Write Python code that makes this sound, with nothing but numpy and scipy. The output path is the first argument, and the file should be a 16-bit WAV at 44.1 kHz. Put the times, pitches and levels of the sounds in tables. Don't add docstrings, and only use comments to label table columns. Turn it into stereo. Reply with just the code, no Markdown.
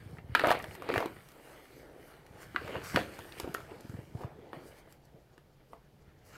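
import sys
import numpy as np
from scipy import signal
from scipy.fft import rfft, irfft
from scipy.io import wavfile
from scipy.ndimage import uniform_filter1d

SR = 44100
rng = np.random.default_rng(int(sys.argv[2]) if len(sys.argv) > 2 else 0)


def digitize_waveform(pressure):
    field = np.atleast_2d(pressure).T
    bounded = np.clip(field, -1, 1)
    quanta = np.round(bounded * 32767).astype(np.int16)
    wavfile.write(sys.argv[1], SR, quanta)


N = 280895
FFT_SIZE, SNAP_SAMPLES = 2 ** 19, 2048


def card_snaps():
    # (time [s], hollow level [dB], hollow pitch [Hz], panel level [dB], panel pitch [Hz],
    # tick level [dB], left minus right for panel and crack [dB])
    snaps = [(0.1697, -48.5, 377, -46.5, 1700, -66, -7.5), (0.1848, -48.5, 317, -40.5, 2140, -65, -4),
             (0.35, -54, 890, -8.5, 1570, -25, 0.5), (0.353, -37.5, 870, -13, 1565, -32.5, -2.0),
             (0.395, -24.5, 895, -18.5, 1800, -33.5, -8), (0.4381, -12.5, 590, -24, 915, -46, -4),
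             (0.4448, -21, 740, -16, 1670, -53, -7), (0.4548, -15, 770, -33, 1320, -43, 1.5),
             (0.4708, -15, 614, -36, 1660, -30.5, 11), (0.4826, -14, 617, -25, 1210.0, -50, 0.0),
             (0.4919, -28, 880.0, -20.5, 923, -41, 8), (0.5059, -12, 590, -14, 1660, -30, -5),
             (0.5147, -35, 775, -13, 860, -30.5, 1), (0.5229, -29, 536, -24, 1350, -32, -2),
             (0.5516, -26, 600, -30, 1980, -46, 6), (0.59, -49, 580.0, -50, 1890, -41, -3),
             (0.6005, -41, 829, -29, 1900, -54, -1), (0.625, -41.5, 373, -49, 1680.0, -39.5, -3),
             (0.6418, -36.5, 584, -33.5, 1800, -38.5, 2), (0.7103, -41, 820.0, -38, 2160, -50.5, -6),
             (0.7511, -60, 750.0, -41.5, 870, -40.5, -3), (0.822, -34, 670, -32, 1060.0, -43, -2),
             (0.844, -52, 620, -48, 1240, -53, 3), (0.8897, -23, 416, -25.5, 1110, -40.5, -10),
             (0.901, -20.5, 387, -26.5, 1350, -50, -6), (0.9399, -25, 336, -22, 1680, -36, 1),
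             (0.9593, -17, 776, -22.5, 1780, -40, -9), (0.979, -19, 456, -18.5, 1690, -31.5, 3),
             (1.004, -21.5, 640, -27.0, 930, -39.5, 5), (1.0257, -28, 490, -25.5, 1070, -52, 0.0),
             (1.058, -24.5, 330, -30, 950, -38, -1), (1.166, -45.5, 370.0, -42, 1877, -60, -3.0),
             (1.2874, -62, 736, -49, 1650, -44.5, 1), (1.3177, -64, 263, -53, 1505, -49.5, -13),
             (2.2644, -68, 450.0, -50, 2200, -51, -16), (2.4304, -61, 430.0, -44.5, 1530, -50, -18),
             (2.5467, -34, 310, -38, 1340.0, -54, 0.0), (2.5614, -49, 890, -15.5, 1594, -44, -3.5),
             (2.5704, -40, 340.0, -52, 1470, -60.0, -1.0), (2.677, -43.5, 740, -34.5, 920, -46, -5),
             (2.7555, -30.5, 516, -28, 1300, -67, -2), (2.9445, -24.5, 253, -33.5, 860, -38, -7),
             (2.9605, -19.5, 264, -15.5, 1660, -26, -14), (2.9716, -15, 530, -21.5, 1540, -56, 6),
             (3.1897, -45, 764, -38, 905, -39.5, -7), (3.3229, -47, 304, -36.5, 3830, -49, -9),
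             (3.3854, -57, 302, -44, 2060, -42, -5), (3.3993, -29.5, 393, -32, 865, -28, -3.5),
             (3.4447, -28, 374, -43, 1060.0, -66, -4.0), (3.4757, -27, 345, -39.5, 880, -64, 5),
             (3.543, -34.5, 410, -45, 1420, -28, 0), (3.5474, -30.5, 384, -21.5, 1400, -35, -2),
             (3.6035, -46, 820, -41, 1270, -49, -4), (3.716, -35.5, 397, -58, 900.0, -62.0, 3),
             (3.8073, -46, 460, -58, 1690, -45.5, 4), (3.8509, -37, 267, -60, 900.0, -67, -1.0),
             (3.8955, -42.5, 260.0, -51, 1200, -48, -7), (3.9404, -41, 260.0, -54, 900.0, -64, -4.0),
             (3.9893, -39.5, 390, -62, 900.0, -63.0, 0.0), (4.1518, -37, 400, -52, 980, -61, -2.0),
             (4.2087, -40, 545, -51, 900, -55, -7), (4.236, -29.5, 623, -39, 1000, -60, -1),
             (4.3892, -43, 282, -61, 900.0, -67.0, -3), (4.5311, -37, 382, -32, 1290, -53, -6),
             (4.874, -46, 470.0, -54, 1160.0, -72, -11), (4.9244, -55.5, 325, -55, 1310.0, -45, -8.5),
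             (5.0528, -69.5, 403, -69.5, 950.0, -55, 1), (5.3787, -48, 349, -48.5, 1640, -54.5, -5),
             (5.7326, -37, 570, -39, 1049, -68, -8.0)]
    out = np.zeros((2, N))
    noises = rng.standard_normal((len(snaps), 4, SNAP_SAMPLES))
    for (s, hollow_db, hollow_hz, panel_db, panel_hz, tick_db, pan_db), noise in zip(snaps, noises):
        hollow = gain_of(hollow_db) * box_knock(hollow_hz, cycles=1.0, ring_share=0.26, detune=noise[0])
        panel = box_knock(panel_hz, cycles=1.98, ring_share=0.22, detune=noise[0, ::-1])
        crack_db = 0.71 * panel_db + 0.46 * tick_db + 4.0
        card = gain_of(panel_db) * panel + gain_of(crack_db) * fibre_crack(noise[1])
        tick = gain_of(tick_db) * fibre_tick(noise[2:])
        pan = gain_of(pan_db / 2)
        add(out[0], s, hollow * gain_of(-2.0) + card * pan + tick[0] * gain_of(2.0))
        add(out[1], s + 3 / SR, hollow * gain_of(-1.07) + card / pan + tick[1])
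    return out


def box_knock(hz, cycles, ring_share, detune):
    # (frequency [Hz], level [dB], t60 before the cap below [s])
    modes = [(410, -16.5, 0.075), (581.5, -3.5, 0.047), (708, -3.5, 0.071), (961, 2, 0.019),
             (1204, -3.5, 0.085), (1416, 5.5, 0.016), (1842, -3, 0.055), (2180, -12, 0.034),
             (2460, -10, .03), (2795, -5, 0.09), (3560, -19.5, .02), (4170, -10.5, .02), (4500, -11.5, .02)]
    t = np.arange(SNAP_SAMPLES) / SR
    ring = 0
    for (mode_hz, db, t60), offset in zip(modes, detune):
        struck_db = db - 7.8 * np.log2(mode_hz / hz) ** 2
        decay = gain_of(struck_db - 60 * t / np.clip(t60, .01, .06))
        ring += decay * np.sin(2 * np.pi * mode_hz * (1 + 0.0492 * offset) * t + 2 * offset)
    pulse = -np.sin(2 * np.pi * hz * t) * np.exp(-t * hz / cycles)
    onset = 1 - np.exp(-t * hz / 0.27)
    body = (pulse + ring_share * ring) * onset
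    return body / abs(body).max()


def fibre_crack(noise):
    # (frequency [Hz], level [dB])
    spectrum = [(900, -28.5), (1800, -0.5), (2900, 3.5), (4500, -3.5), (7000, -32.5)]
    return burst(noise, spectrum, quick_s=0.00056, slow_s=0.0072, slow_share=0.13)


def fibre_tick(noise):
    # (frequency [Hz], level [dB])
    spectrum = [(2500, -28), (4500, -1), (8000, -3.5), (13000, -3), (16000, -14)]
    return burst(noise, spectrum, quick_s=0.0015, slow_s=0.0055, slow_share=0.21)


def card_creak():
    # (peak time [s], rise [s], fall [s], hollow level [dB], panel level [dB])
    bends = [(0.19, .04, .04, -53, -55), (0.356, .004, .2, -43, -33), (0.4, .05, .2, -41.5, -35),
             (0.45, .07, 0.2, -30, -34), (0.5, .1, .08, -35, -26.5), (0.63, .15, .15, -46, -55),
             (0.752, .1, .055, -49.5, -49.5), (0.828, 0.024, .1, -55, -68),
             (0.894, 0.027, .13, -29.5, -38.5), (0.958, .2, 0.16, -35, -38),
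             (1.03, .2, 0.086, -35.5, -43.5), (1.17, .015, .1, -53, -55.5), (1.483, 0.17, .6, -55.5, -57),
             (2.111, 0.21, .3, -56, -58), (2.42, 0.17, .12, -51.5, -53.5), (2.568, 0.029, .3, -59, -45.5),
             (2.766, 0.25, .075, -37.5, -40.5), (2.85, 0.053, .3, -53, -45.5),
             (2.962, 0.031, .11, -32, -32), (3.199, 0.37, .1, -52, -50), (3.404, 0.11, .1, -46.5, -44.5),
             (3.466, .15, .13, -44.5, -69), (3.562, 0.031, .14, -50, -49), (3.724, .1, .17, -48.5, -58.5),
             (4.003, 0.45, .1, -52, -60), (4.224, 0.14, .2, -45.5, -57), (4.43, 0.062, .3, -55, -67.5),
             (4.54, .012, 0.14, -44.5, -53.5), (4.793, 1, .12, -57.5, -60), (4.92, .15, .08, -64, -63),
             (5.096, 0.13, .03, -66, -71.5), (5.164, 0.066, .1, -63.5, -76.5), (5.338, .1, .15, -66, -71.5),
             (5.611, .04, .05, -65.5, -68.5), (5.738, .05, .07, -60.5, -65), (5.853, .1, .15, -70, -75.5),
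             (6.02, .08, .15, -70, -72), (6.102, .1, .06, -68, -67), (6.368, 0.17, .1, -57, -54)]
    # (time [s], hollow level [dB], panel level [dB])
    strain = [(0.0, -61, -61), (0.15, -56.5, -62), (0.23, -62.5, -73), (0.33, -63, -65), (0.8, -74, -74),
              (1.15, -72, -64.5), (1.35, -59.5, -61), (1.9, -56, -62), (2.27, -67, -73.5),
              (2.55, -69, -65.5), (3.1, -54, -52.5), (3.65, -58.5, -61), (4.07, -72, -66), (4.4, -60, -72),
              (4.95, -66, -82.5), (5.3, -76, -85), (5.95, -74.5, -88.5), (6.37, -63.5, -73.5)]
    # (frequency [Hz], width [Hz], level [dB])
    hollow_modes = [(299, 210, 1.5), (469, 161, 1.5), (590, 250, -1), (826, 330, -6)]
    panel_modes = [(1224, 730, 4.5), (1900, 1500, 2)]
    edge_modes = [(2454, 540, 3.5), (2856, 830, -2.5), (4470, 1200, -14)]
    hollow_db, panel_db = swells(strain, bends)
    hiss = np.clip(-.035 * (panel_db + 23.5), .2, 2)
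    breaks = patchy(grains(per_s=1000, spread_db=3.5, hiss=hiss), depth_db=2.5)
    hollow = gain_of(hollow_db) * evened(resonate(breaks, hollow_modes))
    panels = evened(resonate(breaks, panel_modes))
    edges = gain_of(-2.43 + 0.15 * (panel_db + 45.5)) * evened(resonate(breaks, edge_modes))
    return hollow + gain_of(panel_db) * (panels + edges)


def mattress_thumps():
    # (time [s], peak level [dB], final pitch [Hz], left minus right [dB])
    thumps = [(0.06, -47, 103, -26), (0.13, -47, 129, -26), (0.244, -47.5, 86, -29),
              (0.295, -43.5, 105, -29), (0.318, -40, 89.5, -20), (0.469, -39, 110, -17),
              (0.968, -30.5, 105, -5.5), (2.949, -25.5, 128, -1), (3.432, -39, 70, 0.5),
              (3.492, -34.5, 168, 1), (3.844, -41, 113, -1.0), (3.894, -35.5, 107, 3), (3.936, -39, 170, 3),
              (3.944, -34, 105, 2), (3.987, -34.5, 116, 2.0), (4.149, -29.5, 108, 1),
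              (4.244, -30.5, 116, 1.5), (4.569, -43, 147, 1.0), (5.143, -47.5, 140, 0.5),
              (6.077, -55.5, 71.6, -17)]
    out, t = np.zeros((2, N)), np.arange(4000) / SR
    for s, db, hz, pan_db in thumps:
        turns = hz * t + 0.26 * (1 - np.exp(-t / 0.0012))
        push = -np.sin(2 * np.pi * turns) * (1 - np.exp(-t / 0.0034)) * np.exp(-t * hz / 0.79)
        push /= abs(push).max()
        add(out[0], s, gain_of(db + pan_db / 2) * push)
        add(out[1], s + 0.00032, gain_of(db - pan_db / 2) * push)
    return out


def rubs_and_sniffs():
    # (peak time [s], rise [s], fall [s], swish level [dB], fuzz level [dB])
    strokes_and_sniffs = [(0.178, 1, 0.062, -73.5, -72), (0.354, .003, 0.37, -61, -57),
                          (0.505, .12, .055, -53, -47), (0.748, .35, 0.039, -62.5, -60),
                          (0.83, .04, 0.05, -76, -63), (0.964, 0.12, 0.15, -56, -55),
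                          (1.012, .1, 0.053, -62, -64), (1.29, 0.22, 0.18, -71, -72),
                          (1.481, 0.18, 0.28, -68.5, -63.5), (1.79, 0.53, 0.17, -68, -68),
                          (2.083, 0.22, 0.23, -69.5, -64), (2.426, 0.07, 0.053, -59.5, -58.5),
                          (2.68, 0.24, 0.46, -61.5, -64), (2.842, .015, 0.22, -52.5, -52),
                          (2.89, .1, .12, -50, -55), (2.985, 0.13, 0.12, -53, -53),
                          (3.145, 0.052, 0.048, -57.5, -69), (3.199, 0.17, .3, -69, -61),
                          (3.402, 0.071, 0.073, -59, -57), (3.53, .3, .08, -72, -72),
                          (3.903, .5, 0.65, -69.5, -69.5), (4.224, 0.15, .08, -66.5, -68),
                          (4.492, 0.18, .1, -75, -87), (4.544, 0.062, .3, -74, -69.5),
                          (4.683, 0.11, 0.066, -62.5, -61), (4.793, .12, 0.041, -64, -63),
                          (4.91, 0.059, 0.1, -72, -68.5), (5.051, .04, .05, -72, -91.5),
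                          (5.21, 0.052, .05, -77, -92), (5.339, 0.036, .04, -73, -90.5),
                          (5.53, .06, .06, -79.5, -92.5), (5.697, .03, .15, -74.5, -88),
                          (5.736, 0.081, .04, -78, -71), (5.851, .04, 0.028, -80, -92),
                          (6.022, .03, 0.028, -72, -88), (6.19, .025, .02, -71, -88.5),
                          (6.264, 0.034, .3, -67.5, -65), (6.368, 0.15, .1, -60.5, -75)]
    # (time [s], swish level [dB], fuzz level [dB])
    brushing = [(0.0, -82, -75), (0.22, -87, -80), (0.55, -84, -71), (1.15, -75, -66), (2.23, -80, -80),
                (2.35, -74, -71), (2.55, -77, -70), (3.3, -67, -63), (3.6, -67, -67), (4.12, -84, -84),
                (4.3, -86, -92.5), (5.0, -91.5, -89.5), (6.37, -92.5, -91)]
    # (frequency [Hz], level [dB])
    swish = [(2800, -40), (3700, -9), (4600, 0), (5500, -3), (6500, -4), (8000, -6), (9500, -35)]
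    fuzz = [(6500, -39), (8500, -1), (10500, -2.5), (12000, -3), (13300, -2), (14500, -5.5), (15800, -11)]
    swish_db, fuzz_db = swells(brushing, strokes_and_sniffs)
    noise = patchy(grains(per_s=900, spread_db=3, hiss=1.8), depth_db=2.5)
    body = gain_of(swish_db) * evened(coloured(noise, swish))
    return body + gain_of(fuzz_db) * evened(coloured(noise, fuzz))


def mattress_rumble():
    # (time [s], level [dB])
    shifts = [(0.0, -51), (0.48, -55), (0.65, -47.5), (0.99, -69), (1.19, -54), (1.38, -77), (1.86, -65),
              (2.31, -63.5), (2.57, -52.5), (3.03, -49.5), (3.46, -69), (3.6, -53.5), (3.97, -58),
              (4.2, -53), (4.91, -68), (5.57, -75.5), (6.37, -59.5)]
    # (frequency [Hz], level [dB])
    spectrum = [(25, -19), (45, -12), (70, -1), (100, 0), (150, -4), (220, -9.5), (350, -33.5), (1000, -70)]
    lumps = grains(per_s=55, spread_db=7.0, hiss=1.0)
    return gain_of(follow(shifts)[0]) * evened(coloured(lumps, spectrum))


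def room_reflections(x):
    # (frequency [Hz], t60 [s])
    decay = [(200, 0.29), (1000, 0.24), (3000, 0.26), (10000, 0.2)]
    count = SR // 40
    taps = np.zeros((2, 20 * count + 200))
    arrivals = 130 + np.arange(count) * 20 + rng.integers(0, 20, (2, count))
    np.put_along_axis(taps, arrivals, rng.choice([-1., 1.], arrivals.shape), 1)
    hz, t, bands = signal.stft(taps, SR, nperseg=256)
    tail = signal.istft(bands * gain_of(-60 * t / read(decay, hz)[:, None]), SR, nperseg=256)[1]
    return signal.fftconvolve(x.mean(0)[None], tail / np.linalg.norm(tail[0]), axes=1)[:, :N]


def room_tone(air_db=-61.5, hum_db=-72, hum_hz=138.3):
    # (frequency [Hz], level [dB])
    spectrum = [(20, -6), (60, -3), (85, -19), (143, -6), (230, -19.5), (450, -17.5), (630, -22.5),
                (1500, -29), (3000, -30.5), (5000, -35.5), (7700, -42.5), (10000, -40.5), (13200, -39),
                (15800, -44)]
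    hum = evened(resonate(rng.standard_normal(N), [(hum_hz, 14, 0)]))
    air = evened(coloured(rng.standard_normal((2, N)), spectrum))
    return gain_of(air_db) * air + gain_of(hum_db) * hum


def microphone_ports(pair, lag_samples=7):
    # (frequency [Hz], coherence [0-1])
    likeness = [(30, 0.4), (100, 0.8), (400, 0.95), (1000, .85), (2500, 0.28), (6000, 0.1), (15000, 0.12)]
    # (frequency [Hz], left minus right [dB])
    balance = [(60, -1), (180, -0.5), (550, 0), (1650, -4), (4970, -2.5), (15000, 2)]
    hz = np.fft.rfftfreq(FFT_SIZE, 1 / SR)
    first, second = rfft(pair, FFT_SIZE)
    same = np.clip(read(likeness, hz), 0, 1)
    lean = gain_of(read(balance, hz) / 2)
    delayed = first * np.exp(-2j * np.pi * hz * lag_samples / SR)
    right = same * delayed + np.sqrt(1 - same ** 2) * second
    return irfft(np.array([first * lean, right / lean]))[:, :N]


def burst(noise, spectrum, quick_s, slow_s, slow_share):
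    t = np.arange(SNAP_SAMPLES) / SR
    hz = np.fft.rfftfreq(SNAP_SAMPLES, 1 / SR)
    shape = (1 - np.exp(-t / 0.0003)) * (np.exp(-t / quick_s) + slow_share * np.exp(-t / slow_s))
    x = irfft(rfft(noise) * gain_of(read(spectrum, hz))) * shape
    return x / abs(x).max(-1, keepdims=True)


def grains(per_s, spread_db, hiss):
    size_db = spread_db * np.minimum(rng.exponential(1, (2, N)), 4)
    sizes = gain_of(size_db) * rng.standard_normal((2, N))
    clicking = rng.random((2, N)) < per_s / SR
    return evened(sizes * clicking) + hiss * rng.standard_normal((2, N))


def patchy(x, depth_db):
    bands = signal.stft(x, nperseg=512)[2]
    patches = uniform_filter1d(rng.standard_normal(bands.shape[1:]), size=5, axis=0)
    patches = uniform_filter1d(patches, size=16, axis=1)
    return signal.istft(bands * gain_of(depth_db * evened(patches)), nperseg=512)[1][:, :N]


def swells(steady, events, swell_db=20):
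    t = np.arange(0, N + 40, 40) / SR
    s, rise_s, fall_s, *peak_db = np.transpose(events)[:, :, None]
    away = np.where(t < s, (s - t) / np.maximum(rise_s, .003), (t - s) / np.maximum(fall_s, .003))
    powers = (gain_of(np.array(peak_db) - swell_db * np.minimum(away, 5)) ** 2).sum(1)
    return [10 * np.log10(gain_of(base_db) ** 2 + np.interp(np.arange(N) / SR, t, power))
            for base_db, power in zip(follow(steady), powers)]


def resonate(x, modes):
    out = 0
    for k, (hz, width, db) in enumerate(modes):
        r = np.exp(-np.pi * width / SR)
        section = [1 - r, 0, -r * (1 - r), 1, -2 * r * np.cos(2 * np.pi * hz / SR), r * r]
        out = out + (-1) ** k * gain_of(db) * signal.sosfilt([section, section], x)
    return out


def coloured(x, spectrum):
    hz = np.fft.rfftfreq(FFT_SIZE, 1 / SR)
    return irfft(rfft(x, FFT_SIZE) * gain_of(read(spectrum, hz)))[..., :N]


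def gain_of(db):
    return 10 ** (np.asarray(db) / 20)


def evened(x):
    return x / np.sqrt(np.mean(x ** 2) + 1e-20)


def read(points, hz):
    f, value = np.transpose(points)
    return np.interp(np.log(hz + 1), np.log(f + 1), value)


def follow(rows):
    s, *columns = np.transpose(rows)
    return [np.interp(np.arange(N) / SR, s, column) for column in columns]


def add(mix, s, sound):
    part = mix[round(s * SR):][:len(sound)]
    part += sound[:len(part)]


def scene():
    snaps = card_snaps()
    reflections = gain_of(-8.5) * room_reflections(snaps)
    bed = reflections + card_creak() + rubs_and_sniffs() + mattress_rumble() + room_tone()
    return snaps + mattress_thumps() + microphone_ports(bed)


def record(dry):
    low_hz, high_hz = 30.0, 15850
    thin = signal.sosfilt(signal.butter(1, low_hz, "high", fs=SR, output="sos"), dry)
    band_limit = signal.firwin(511, high_hz, window=("kaiser", 9), fs=SR)
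    return signal.oaconvolve(thin, band_limit[None], "same")


dry = scene()
out = record(dry)
digitize_waveform(out)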